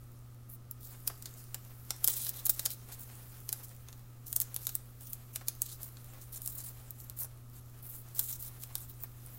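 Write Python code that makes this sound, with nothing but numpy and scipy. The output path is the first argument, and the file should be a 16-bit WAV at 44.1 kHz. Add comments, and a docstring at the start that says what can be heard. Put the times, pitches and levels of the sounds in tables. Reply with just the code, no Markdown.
"""Aluminium foil tape crackles as it is peeled from its backing and pressed round a work glove's fingertip.
Its creases strain and snap, and stroking fingers stick and slip in a stream of tiny clicks.
The fingers also tap dully, and the glove and sleeves rustle along. It all sounds close by,
in a small workroom that echoes briefly, over a mains hum and a soft rush of air."""
import sys
import numpy as np
from scipy import signal
from scipy.fft import rfft, irfft, next_fast_len
from scipy.io import wavfile

SR = 44100
rng = np.random.default_rng(int(sys.argv[2]) if len(sys.argv) > 2 else 0)


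def persist_wave(psi):
    """Save psi, clipped to +-1, as 16-bit WAV."""
    counts = np.round(np.clip(psi, -1, 1) * 32767).astype(np.int16)
    wavfile.write(sys.argv[1], SR, np.atleast_2d(counts).T)


N = 413658

# The lowest ringing note of the loose tape, which changes with the grip.
# Each row: time in seconds, pitch in Hz.
TAPE_PITCH = [(1.08, 5300), (1.26, 4800), (1.91, 5400), (2.05, 3600), (2.66, 4000), (3.53, 5700),
              (4.41, 7300), (4.67, 4100), (5.36, 2600), (5.49, 2600), (5.67, 4200), (8.75, 3700)]
# The tone of a dull knock through the backing. Each row: frequency in Hz, relative level in dB.
KNOCK_TONE = [(200, -3), (450, 3.5), (620, 3), (950, 3.5), (1700, 2), (3000, -11)]
# The light brushing of hands that keep moving. Each row: time in seconds, relative level in dB.
HAND_MOTION = [(0, -67), (0.68, -74.5), (0.9, -59.5), (1.7, -60.5), (2.2, -55.5), (2.85, -59.5),
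               (3.15, -56.5), (3.65, -58), (3.78, -62), (4.2, -68), (4.38, -58), (4.92, -63.5), (5.5, -61),
               (6.8, -60), (7.42, -67.5), (8.4, -57.5), (9.15, -61.5), (9.38, -54.5)]


def undb(db):
    """Turn decibels (dB) into a factor to multiply by."""
    return 10 ** (np.asarray(db) / 20)


def unit(x):
    """Scale a signal to an average (rms) level of 1."""
    return x / np.sqrt(np.mean(x ** 2) + 1e-20)


def curve(table):
    """Join rows of time and value with straight lines, giving one value per sample."""
    return np.interp(np.arange(N) / SR, *np.transpose(table))


def tone_db(tone, hz):
    """Read a tone table's level in dB at any frequency."""
    row_hz, db = np.transpose(tone)
    return np.interp(np.log(hz + 1), np.log(row_hz), db)


def with_tone(x, tone):
    """Filter a signal by a tone table."""
    size = next_fast_len(len(x))
    gain = undb(tone_db(tone, np.fft.rfftfreq(size, 1 / SR)))
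    return irfft(rfft(x, size) * gain, size)[:len(x)]


def wander(rate):
    """Drift around zero, typically by 1.4, heading for a new random value `rate` times a second."""
    points = rng.standard_normal(2048)
    return 1.75 * np.interp(np.arange(N) / SR * rate, np.arange(len(points)), points)


def fade(t, t60):
    """Die away, falling 60 dB in t60 seconds."""
    return np.exp(-np.log(1000) * t / t60)


def clicks(per_s, spread_db, limit=9.1):
    """Surfaces stick, then slip with a click at random moments: many small, a few large."""
    sizes = undb(spread_db * np.minimum(rng.exponential(size=N), limit))
    return unit((rng.random(N) < per_s / SR) * sizes * rng.choice([-1, 1], N))


def background(air_db=-56.5):
    """An appliance hums at twice the mains frequency, wavering slightly, over a soft rush of air."""
    # The notes of the hum. Each row: frequency in Hz, average level in dB.
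    hum_notes = [(120.0, -52), (240.0, -72)]
    # The air, with a faint whistle near 1300 Hz. Each row: frequency in Hz, relative level in dB.
    air_tone = [(32, -2), (48, -3.5), (95, -5.5), (150, -16.5), (255, -15.5), (520, -23), (1050, -29.5),
                (1270, -21.5), (1480, -32), (2500, -37), (14000, -39)]
    t = np.arange(N) / SR
    hum = sum(np.sqrt(2) * undb(db) * np.sin(2 * np.pi * (hz * t + rng.random())) for hz, db in hum_notes)
    hum *= undb(-0.2 * wander(2.9))
    return hum + undb(air_db) * unit(with_tone(rng.standard_normal(N), air_tone))


def room(x, near_db=-11, walls_db=-15, low_t60=0.34, treble_t60=0.1, split_hz=7000):
    """Hands and bench bounce the sound back at once; the walls add an echo whose treble dies first."""
    t = np.arange(SR // 2) / SR
    near = rng.standard_normal(len(t)) * fade(t, .035) * (t > .002)
    filters = [signal.butter(2, split_hz, kind, fs=SR, output="sos") for kind in ("low", "high")]
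    low, treble = (signal.sosfilt(sos, rng.standard_normal(len(t))) for sos in filters)
    walls = (low * fade(t, low_t60) + treble * fade(t, treble_t60)) * (t > .006)
    echo = undb(near_db) * near / np.linalg.norm(near) + undb(walls_db) * walls / np.linalg.norm(walls)
    return x + signal.fftconvolve(x, echo)[:N]


def strokes(grip_s=0.0077, let_go_s=0.032, ease_db=4):
    """Fingers grip, press hardest midway and let go. Returns their power, and power times brightness."""
    # Strokes that peel and smooth the tape. Each row: start in seconds, seconds until letting go,
    # relative level in dB, brightness (treble slope) in dB per octave.
    finger_strokes = [(0.486, 0.051, -47.5, 17), (0.8, 0.13, -51, 9), (1.249, 0.029, -59, -8.5),
                      (1.363, 0.042, -53.5, 7), (2.062, 0.04, -32.5, 6.5), (2.096, 0.09, -37, 7.5),
                      (2.195, 0.091, -37, 6), (2.331, 0.065, -43.5, 5), (2.49, 0.23, -50, 8),
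                      (2.696, 0.016, -35, 5.5), (2.913, 0.016, -46, 4), (2.984, 0.033, -44, 10.5),
                      (3.53, 0.09, -57, 9), (3.627, 0.0091, -42.5, 9), (4.257, 0.063, -46, 9.5),
                      (4.582, 0.16, -49.5, 7.5), (5.002, 0.14, -49.5, 9.5), (5.328, 0.029, -45.5, 7),
                      (5.625, 0.12, -51, 4), (5.799, 0.076, -47, 10), (6.199, 0.026, -51, 7),
                      (6.317, 0.046, -43, 8.5), (6.422, 0.14, -45, 10), (6.553, 0.057, -44, 10),
                      (6.633, 0.058, -42.5, 8.5), (6.976, 0.081, -53, 13), (7.164, 0.072, -38.5, 13),
                      (7.524, 0.052, -53.5, 7.5), (7.818, 0.18, -46, 13), (8.144, 0.12, -39.5, 12.5),
                      (8.271, 0.071, -39, 9), (8.392, 0.081, -41.5, 11), (8.593, 0.037, -45, 7),
                      (8.757, 0.083, -51, 11), (8.882, 0.018, -49, 9), (8.997, 0.034, -45.5, 14),
                      (9.322, 0.028, -52, 19)]
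    t = np.arange(N) / SR
    power, weighted_brightness = np.zeros(N), np.zeros(N)
    for start, length, db, brightness in finger_strokes:
        span = slice(int(start * SR), int((start + length + let_go_s) * SR))
        age = t[span] - start
        contact = np.clip(age / grip_s, 0, 1) * np.clip(1 - (age - length) / let_go_s, 0, 1)
        from_middle = 2 * age / (length + let_go_s) - 1
        stroke_power = (contact * undb(db - ease_db * from_middle ** 2)) ** 2
        power[span] += stroke_power
        weighted_brightness[span] += stroke_power * brightness
    return power, weighted_brightness


def glove(cloth_db=-5.5, drag_db=-24):
    """Leather and sleeves rustle in dull, dense clicks as the hands move; strokes drag them along."""
    # The tone of the cloth. Each row: frequency in Hz, relative level in dB.
    cloth_tone = [(150, -27), (350, -0.5), (700, -0.5), (1400, -1.5), (2400, -5.5), (5000, -10)]
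    stroke_power, _ = strokes()
    level = np.sqrt(undb(curve(HAND_MOTION) + cloth_db) ** 2 + stroke_power * undb(drag_db) ** 2)
    rustle = unit(with_tone(clicks(per_s=2100, spread_db=1), cloth_tone))
    flutter = undb(2 * wander(35))
    return rustle * level * flutter


def taps(t60=0.065):
    """A fingertip lands on tape or glove: a dull knock without a snap."""
    # The taps. Each row: start in seconds, starting level in dB.
    finger_taps = [(1.099, -43.5), (2.082, -39.5), (5.4106, -47), (7.216, -48), (7.245, -52.5),
                   (9.0364, -47.5)]
    t = np.arange(2048) / SR
    out = np.zeros(N + len(t))
    for s, db in finger_taps:
        start = int(s * SR)
        knock = unit(with_tone(rng.standard_normal(len(t)), KNOCK_TONE))
        out[start:start + len(t)] += undb(db) * knock * fade(t, t60)
    return out[:N]


def foil(push, brightness, flex_db):
    """The sheet turns a push into sound in 12 overlapping bands; flexing shifts each by flex_db()."""
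    # The tone of the foil. Each row: frequency in Hz, relative level in dB.
    foil_tone = [(900, -25.5), (2300, -13), (3700, -4), (5400, -5), (7300, -2.5), (9800, -5), (13000, -2.5),
                 (16000, -5.5)]
    size = next_fast_len(len(push))
    spectrum = rfft(push, size)
    octave = np.log2(np.fft.rfftfreq(size, 1 / SR) + 1)
    out, power = 0, 0
    for hz in 15000 / 2 ** (np.arange(12) / 3):
        band = np.maximum(1 - 3 * abs(octave - np.log2(hz)), 0)
        # bending a thin sheet changes mostly its treble
        db = tone_db(foil_tone, hz) + brightness * np.log2(max(hz, 3500)) + flex_db()
        gain = np.sqrt(band.sum()) * undb(db)
        out += gain * unit(irfft(spectrum * band, size)[:len(push)])
        power += gain ** 2
    return out / np.sqrt(power)


def rubbing(gain_db=-1.5, brush_brightness=8.5, hiss=0.57, sing_db=-19, sing_width_hz=500, stray_db=-7):
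    """Glue strands and fingertips let go in tiny clicks: loud in strokes, faint as the hands brush."""
    brush_power = undb(curve(HAND_MOTION)) ** 2
    stroke_power, weighted_brightness = strokes()
    power = brush_power + stroke_power
    brightness = (brush_power * brush_brightness + weighted_brightness) / power
    slips = clicks(per_s=3000, spread_db=2.5, limit=4) + hiss * rng.standard_normal(N)
    slips *= undb(2 * wander(110))  # a fast judder
    wrinkle_pops = .7 * clicks(per_s=130, spread_db=4.5, limit=3)
    # light brushing is mostly an even whisper; firm strokes crackle
    whisper_share = .8 * brush_power / power
    crackle = np.sqrt(1 - whisper_share) * unit(slips + wrinkle_pops)
    whisper = np.sqrt(whisper_share) * rng.standard_normal(N)
    # small creases let go at random while the tape is handled
    strays = clicks(per_s=12, spread_db=3, limit=2.5) * np.sqrt(brush_power / power)
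    scrape = foil(crackle + whisper + undb(stray_db) * strays, brightness, lambda: 2 * wander(30))
    # slow, dull strokes also set the loose tape singing
    swell = unit(signal.sosfilt(signal.butter(2, sing_width_hz, fs=SR, output="sos"), slips))
    note = np.sin(2 * np.pi * np.cumsum(curve(TAPE_PITCH)) / SR)
    singing = swell * note * undb(sing_db - 2.1 * (brightness - brush_brightness))
    return (scrape + singing) * np.sqrt(power) * undb(gain_db)


def creases(ticks_per_s=700, build_up_s=0.006, shiver_t60=0.045, knock_t60=0.048, ring_t60=0.03):
    """A crease snaps in a run of tiny buckles; the longer the run, the more the whole sheet shivers."""
    # The snapping creases. Each row: time in seconds, level of the crack in dB,
    # relative length, brightness (treble slope) in dB per octave.
    snaps = [(0.712, -34.5, 0.8, 17.5), (1.076, -24.5, 3.2, 6), (1.2242, -42.5, 2.1, 5),
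             (1.2573, -39, 5, 1.5), (1.5447, -32.5, 1.9, 1), (1.906, -28.5, 2.4, 0.5),
             (2.0437, -19.5, 4.3, 8.5), (2.076, -20.5, 1.1, 8.5), (2.0821, -22.5, 1, 7.5),
             (2.2669, -36, 3.1, 0), (2.2928, -29, 1.6, 10), (2.4536, -30, 2.2, 12), (2.4579, -27, 2.5, 10),
             (2.465, -25.5, 5.8, 7.5), (2.4946, -19, 12, 8), (2.594, -29.5, 4.7, 2), (2.655, -28, 2.9, 6),
             (2.6596, -25, 4.1, 3), (3.4909, -31.5, 2.3, 4.5), (3.5274, -27, 2.5, 5.5),
             (3.886, -50, 1.4, -4.5), (3.928, -51.5, 1.8, -2.5), (4.3285, -30, 1.1, 6),
             (4.363, -21.5, 1.7, 10), (4.4018, -24.5, 0.82, 10.5), (4.4138, -31.5, 0.9, 8),
             (4.4175, -27, 3, 9), (4.544, -35, 1.3, 9.5), (4.5633, -29.5, 1.1, 5.5), (4.669, -27, 1.3, 6),
             (4.692, -36, 2.1, 3), (4.753, -25.5, 0.67, 10.5), (5.1321, -33, 2.4, 9.5),
             (5.3593, -31, 2.8, 3), (5.4832, -24.5, 2.9, 7), (5.6188, -23.5, 1.7, 11),
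             (5.8318, -37, 0.88, 11), (5.97, -53, 2.7, -2), (6.4188, -38.5, 0.55, 11),
             (6.461, -33, 0.52, 12), (6.4757, -31, 1, 10), (6.907, -36.5, 0.51, 15),
             (7.002, -45.5, 2.7, 5.5), (7.0985, -39.5, 0.53, 6.5), (8.1926, -22, 7.1, 10.5),
             (8.6362, -38, 0.95, 4.5), (8.7542, -29, 0.85, 5), (9.036, -34, 0.4, 17)]
    t = np.arange(-1152, 1920) / SR  # the crease gives way at t = 0
    snap_moment = (t > -.0005) & (t < .0035)
    at_level = lambda x, db: undb(db) * x / x[snap_moment].std()
    out = np.zeros(N + len(t))
    for s, db, length, brightness in snaps:
        run_s = length * 0.00082
        buckles, shiver, thud = rng.standard_normal((3, len(t))) * (t >= 0)
        buckles = buckles * np.sqrt(abs(buckles)) * np.exp(-(t / run_s) ** 2)
        shiver = shiver * undb(-14) * length / 2 * fade(abs(t), shiver_t60)
        # the fold ticks faintly just before it gives, long folds the loudest
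        ticks = rng.standard_normal(len(t)) * (rng.random(len(t)) < ticks_per_s / SR) * (t < 0)
        strain = ticks * np.exp(-abs(t) / build_up_s) * undb(-3.5) * length / 2
        crack = foil(strain + buckles + shiver, brightness, lambda: 2 * rng.standard_normal())
        # the backing knocks and the loose tape rings at four close pitches, both more for dull snaps
        knock = with_tone(thud * fade(abs(t), knock_t60), KNOCK_TONE)
        ring_hz = np.interp(s, *np.transpose(TAPE_PITCH)) * (1 + 0.053 * rng.standard_normal((4, 1)))
        ring = np.sin(2 * np.pi * ring_hz * np.maximum(t, 0)).sum(axis=0) * fade(abs(t), ring_t60)
        knock_db = db - 13.5 - 1.63 * brightness
        ring_db = db - 13 - 1.46 * brightness
        snap = at_level(crack, db) + at_level(knock, knock_db) + at_level(ring, ring_db)
        start = int((s + t[0]) * SR)
        out[start:start + len(t)] += snap
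    return out[:N]


def scene():
    """The tape and hands in the room, plus hum and air, as one channel."""
    handwork = creases() + taps() + rubbing() + glove()
    return (room(handwork) + background())[None]


def record(dry, top_hz=15800):
    """A steep filter cuts off the highest treble."""
    return signal.sosfilt(signal.ellip(10, .2, 70, top_hz, fs=SR, output="sos"), dry)


dry = scene()
out = record(dry)
persist_wave(out)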